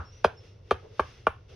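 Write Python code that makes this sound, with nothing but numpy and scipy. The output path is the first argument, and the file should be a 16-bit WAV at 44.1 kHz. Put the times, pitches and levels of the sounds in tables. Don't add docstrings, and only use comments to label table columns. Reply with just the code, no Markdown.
import sys
import numpy as np
from scipy import signal
from scipy.fft import rfft, irfft
from scipy.io import wavfile
from scipy.ndimage import uniform_filter1d

SR = 44100
rng = np.random.default_rng(int(sys.argv[2]) if len(sys.argv) > 2 else 0)


def waveform_to_disk(signal):
    frames = np.transpose(np.atleast_2d(signal))
    scaled = np.clip(frames, -1, 1) * 32767
    samples = np.round(scaled).astype(np.int16)
    wavfile.write(sys.argv[1], SR, samples)


N = 68355

FFT_SIZE = 32768
FREQ = np.maximum(np.fft.rfftfreq(FFT_SIZE, 1 / SR), 1)
ROOM_RISE_S = 0.0078
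# f/Hz, side minus mid/dB
WIDTH = [(80, -25.5), (250, -12), (600, -2.5), (2500, -5.5), (8000, -7)]


def knocks():
    # t/s, level/dB, bass lag/ms, power of the lag's fall with frequency, room/dB, then colour/dB per band
    strikes = [(-0.026, 22.5, 28.3, 1.57, 0.5, 1.5, -1.5, -15, 3.5, -7.5, -6, -9),
               (0.2459, 25, 24.3, 1.29, -1.5, 4.5, 2.1, 0.15, -1.5, -3, -2.5, -7.5),
               (0.7096, 21.5, 21.15, 1.36, 0.5, 4, 8, 0.7, -0.9, -0.5, -7, -6),
               (0.9944, 19, 18, 1.35, 2, 6, -4, -5, 8.5, -4, -14, -12.5),
               (1.2688, 22, 22.5, 1.21, 3.5, 4, -4.5, -13, 5, -3.5, -8, 0)]
    colour_hz = [80, 230, 520, 1300, 2900, 5500, 11000]
    # knock number, delay/ms, level/dB, tilt/(dB per octave)
    contacts = [(0, 0, 0.5, -3.5), (1, -3, -23, 6), (1, -1.06, -10.5, 3), (1, 0.12, 0, 1.42),
                (1, 4.5, -21, -1), (1, 12.46, -26.5, -5.5), (2, -0.7, -25.5, 10.5), (2, 0.81, -6.5, 3.5),
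                (2, 1.29, -8.5, -2.5), (2, 3, -8, -3), (2, 5.5, -8, -0.37), (2, 14, -24.5, -2.5),
                (3, 0.47, -8, -4), (3, 2.5, -12.5, 8.5), (3, 4, -9, -5), (3, 6, -21.5, -2),
                (3, 14.5, -30.5, 7), (4, -0.71, -10, -2.15), (4, -0.33, -5, 1.4), (4, 3, -14.5, -3.2),
                (4, 6, -21.5, 3), (4, 12.5, -28, -.6)]
    lead = FFT_SIZE // 8
    out = np.zeros((2, N + 2 * FFT_SIZE))
    octaves = np.log2(np.clip(FREQ, 300, 7000) / 1000)
    for number, (at, db, lag_ms, power, room_db, *colour) in enumerate(strikes):
        force = sum(delay(ms / 1000) * minimum_phase(hit_db + tilt * octaves)
                    for knock, ms, hit_db, tilt in contacts if knock == number)
        tone = minimum_phase(db + curve(list(zip(colour_hz, colour)), FREQ))
        spectrum = force * tone * plate(lag_ms, power) * room(plate_ring(number), room_db)
        start = int(at * SR) + lead
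        out[:, start:start + FFT_SIZE] += np.roll(irfft(spectrum), lead, axis=1)
    return out[:, 2 * lead:2 * lead + N]


def plate(lag_ms, power, corner_hz=85):
    # f/Hz, level/dB
    response = [(35, -24.5), (78, -6.5), (125, -16.5), (165, -11), (250, -9), (315, -11), (400, 0.5),
                (580, 1), (950, -1), (1200, -2.5), (1550, -5.5), (1950, -20), (2400, -18.5), (3300, -23),
                (4300, -31.5), (6300, -36), (7500, -60.5), (9500, -40.5), (12000, -52), (13600, -68),
                (15500, -56)]
    lag_s = lag_ms / 1000 * np.minimum(corner_hz / FREQ, 1) ** power
    dispersion = np.exp(-2j * np.pi * np.cumsum(lag_s) * SR / FFT_SIZE)
    return minimum_phase(curve(response, FREQ)) * dispersion


def plate_ring(number):
    # f/Hz, t60/s, then level/dB at each of the five knocks
    modes = [(410, 0.029, -2, -12.5, -14.5, 12, 9.5), (465, .04, -8.5, -1, -29.5, -11.5, 12),
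             (570, 0.03, -11, 1.5, -11, -33.5, -2.5), (637.6, 0.032, -1, -29, 8, 2, 12.5),
             (888, .03, -15, -22, -10.5, -1.5, 2.5), (1160, 0.028, 3, 3.5, 7, 1.5, 9),
             (1360, 0.047, -2, -3.5, -13.5, 5.5, 7), (1420, 0.035, -16, -34.5, -7, -11, -2),
             (2364, .05, 4.5, -15, 10, 11.5, 10.5), (2806, 0.045, -4, -6, 7.5, -22, 14),
             (3166, .07, -1, 5.5, 9, -14, -14), (3530, .08, 3, 5, 14, -17, -12),
             (4296, 0.035, 0, -5.5, 13, 12, -11), (4880, 0.083, 3, 14.5, -5.5, -8, -11),
             (5570, 0.075, -3, 10, -5, -8, -8)]
    return 1 + sum(undb(db[number]) / (1 + 1j * (FREQ ** 2 - hz ** 2) / FREQ * np.pi * t60 / np.log(1000))
                   for hz, t60, *db in modes)


def room(direct, room_db, left_late_s=0.000023):
    # delay/ms, left/dB, right/dB
    reflections = [(4.7, -22, -20.5), (11.2, -23.5, -23.5)]
    # f/Hz, near scatter/dB, room tail/dB, room t60/s
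    diffuse = [(90, -35.5, -12, .34), (248.6, -14.5, -18.5, 0.28), (540, -16.5, -16, 0.21),
               (1179, -12, -16, 0.23), (3000, -0.5, -9.5, 0.25), (6340, 1, -12, 0.15),
               (12000, 0.5, -11.5, .25)]
    # f/Hz, left minus right/dB
    balance = [(60, 0), (200, .7), (400, 1.4), (580, 1), (740, -4), (950, -.4), (1300, 1), (2400, -3),
               (4400, -1.3), (8000, 0)]
    early = sum(undb([[left], [right]]) * delay(ms / 1000) for ms, left, right in reflections)
    hz, scatter_db, tail_db, t60 = np.array(diffuse).T
    scatter_colour = minimum_phase(np.interp(np.log(FREQ), np.log(hz), scatter_db))
    out = direct * (1 + early) + echo_cloud(t60_s=0.061, rise_s=0.00097) * scatter_colour
    for share, db, decay in zip(np.eye(len(hz)), tail_db, t60):
        band = np.sin(np.pi / 2 * np.interp(np.log(FREQ), np.log(hz), share))
        out = out + undb(db + room_db) * band * echo_cloud(decay, ROOM_RISE_S)
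    pan_db = curve(balance, FREQ) / 2
    return out * np.array([delay(left_late_s) * undb(pan_db), undb(-pan_db)])


def echo_cloud(t60_s, rise_s):
    t = np.arange(FFT_SIZE) / SR
    envelope = (1 - np.exp(-t / rise_s)) ** 2 * np.exp(-np.log(1000) * t / t60_s)
    mid, side = rfft(rng.standard_normal((2, FFT_SIZE)) * envelope / np.linalg.norm(envelope))
    width = undb(curve(WIDTH, FREQ))
    return (mid + width * side * np.array([[1], [-1]])) / np.hypot(1, width)


def whistles(attack_s=0.017, waver_hz=21.7, echo_db=-4.5):
    # t/s, length/s, f/Hz, level/dB
    notes = [(0.043, .085, 5435, -62.5), (0.116, .085, 5830, -61.5), (0.366, 0.038, 5360, -58),
             (0.456, 0.13, 5780, -77.5)]
    t, out = np.arange(N) / SR, 0
    for at, length, hz, db in notes:
        envelope = np.sin(np.pi / 2 * np.interp(t - at, [0, attack_s, length], [0, 1, 0]))
        phase = 2 * np.pi * np.cumsum(hz + waver_hz * drift(count=180)) / SR
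        out = out + undb(db) * envelope * np.sqrt(2) * np.sin(phase)
    tail = irfft(echo_cloud(t60_s=0.58, rise_s=ROOM_RISE_S))
    echo = signal.fftconvolve(out[None], tail, axes=1)[:, :N]
    return out + undb(echo_db) * echo


def rustles(hz=445, width_hz=100):
    # t/s, length/s, level/dB
    swells = [(.19, .33, -60), (.824, .065, -49.5), (.89, .08, -57), (1.49, .1, -54)]
    t = np.arange(N) / SR
    envelope = sum(undb(db) * np.sqrt(np.abs(np.sin(np.pi * np.clip((t - at) / length, 0, 1))))
                   for at, length, db in swells)
    colour = [(hz / 4, -50), (hz - width_hz, -12), (hz, 0),
              (hz + width_hz, -10), (hz * 4, -35), (hz * 16, -75)]
    return noise(colour, WIDTH) * envelope


def room_tone(rumble_db=-51.5):
    # f/Hz, relative density/dB
    rumble_colour = [(20, -26), (40, -9), (62, -10), (105, 0), (140, -12.5), (230, -27), (330, -24),
                     (440, -18), (700, -33), (1200, -40.5), (3000, -75.5)]
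    # f/Hz, relative density/dB
    hiss_colour = [(200, -7), (1100, -4), (1400, 1), (1750, -3), (2050, 2), (2400, -2), (2760, 5),
                   (3050, -2), (3400, 1), (4200, -5), (5700, -3), (6500, -11), (7400, -31), (9000, -23),
                   (12000, -30), (16000, -44)]
    # t/s, level/dB
    hiss_level = [(0, -62.5), (.1, -66.5), (.15, -62.5), (.39, -67), (.46, -60.5), (.55, -69.5), (.62, -74),
                  (.7, -63), (.9, -66.5), (1, -57), (1.098, -56), (1.198, -61), (1.33, -70.5), (1.478, -72),
                  (1.497, -60)]
    rumble = noise(rumble_colour, width=[(100, -30.5), (200, -11.5), (400, -9), (700, 1.5)])
    hiss = noise(hiss_colour, width=[(1000, -11), (2400, -7.5), (8000, 0.5)])
    hiss_db = np.interp(np.arange(N) / SR, *np.array(hiss_level).T)
    return rumble * undb(rumble_db) + hiss * undb(hiss_db)


def noise(colour, width):
    hz = np.maximum(np.fft.rfftfreq(N, 1 / SR), 1)
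    mid, side = rfft(rng.standard_normal((2, N))) * undb(curve(colour, hz))
    out = irfft(mid + np.array([[1], [-1]]) * side * undb(curve(width, hz)), N)
    return out / out.std()


def drift(count):
    step = N // count
    return uniform_filter1d(np.repeat(rng.standard_normal(count + 1), step), step)[:N]


def undb(db):
    return 10 ** (np.asarray(db) / 20)


def curve(points, hz):
    point_hz, values = np.array(points, float).T
    return np.interp(np.log(hz), np.log(point_hz), values)


def minimum_phase(db):
    cepstrum = irfft(np.log(undb(db)))
    cepstrum[1:FFT_SIZE // 2] *= 2
    cepstrum[FFT_SIZE // 2 + 1:] = 0
    return np.exp(rfft(cepstrum))


def delay(seconds):
    return np.exp(-2j * np.pi * FREQ * seconds)


def scene():
    return knocks() + whistles() + rustles() + room_tone()


def record(dry):
    top_hz = 16400
    return signal.sosfilt(signal.ellip(8, 0.2, 70, top_hz, fs=SR, output="sos"), dry)


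dry = scene()
out = record(dry)
waveform_to_disk(out)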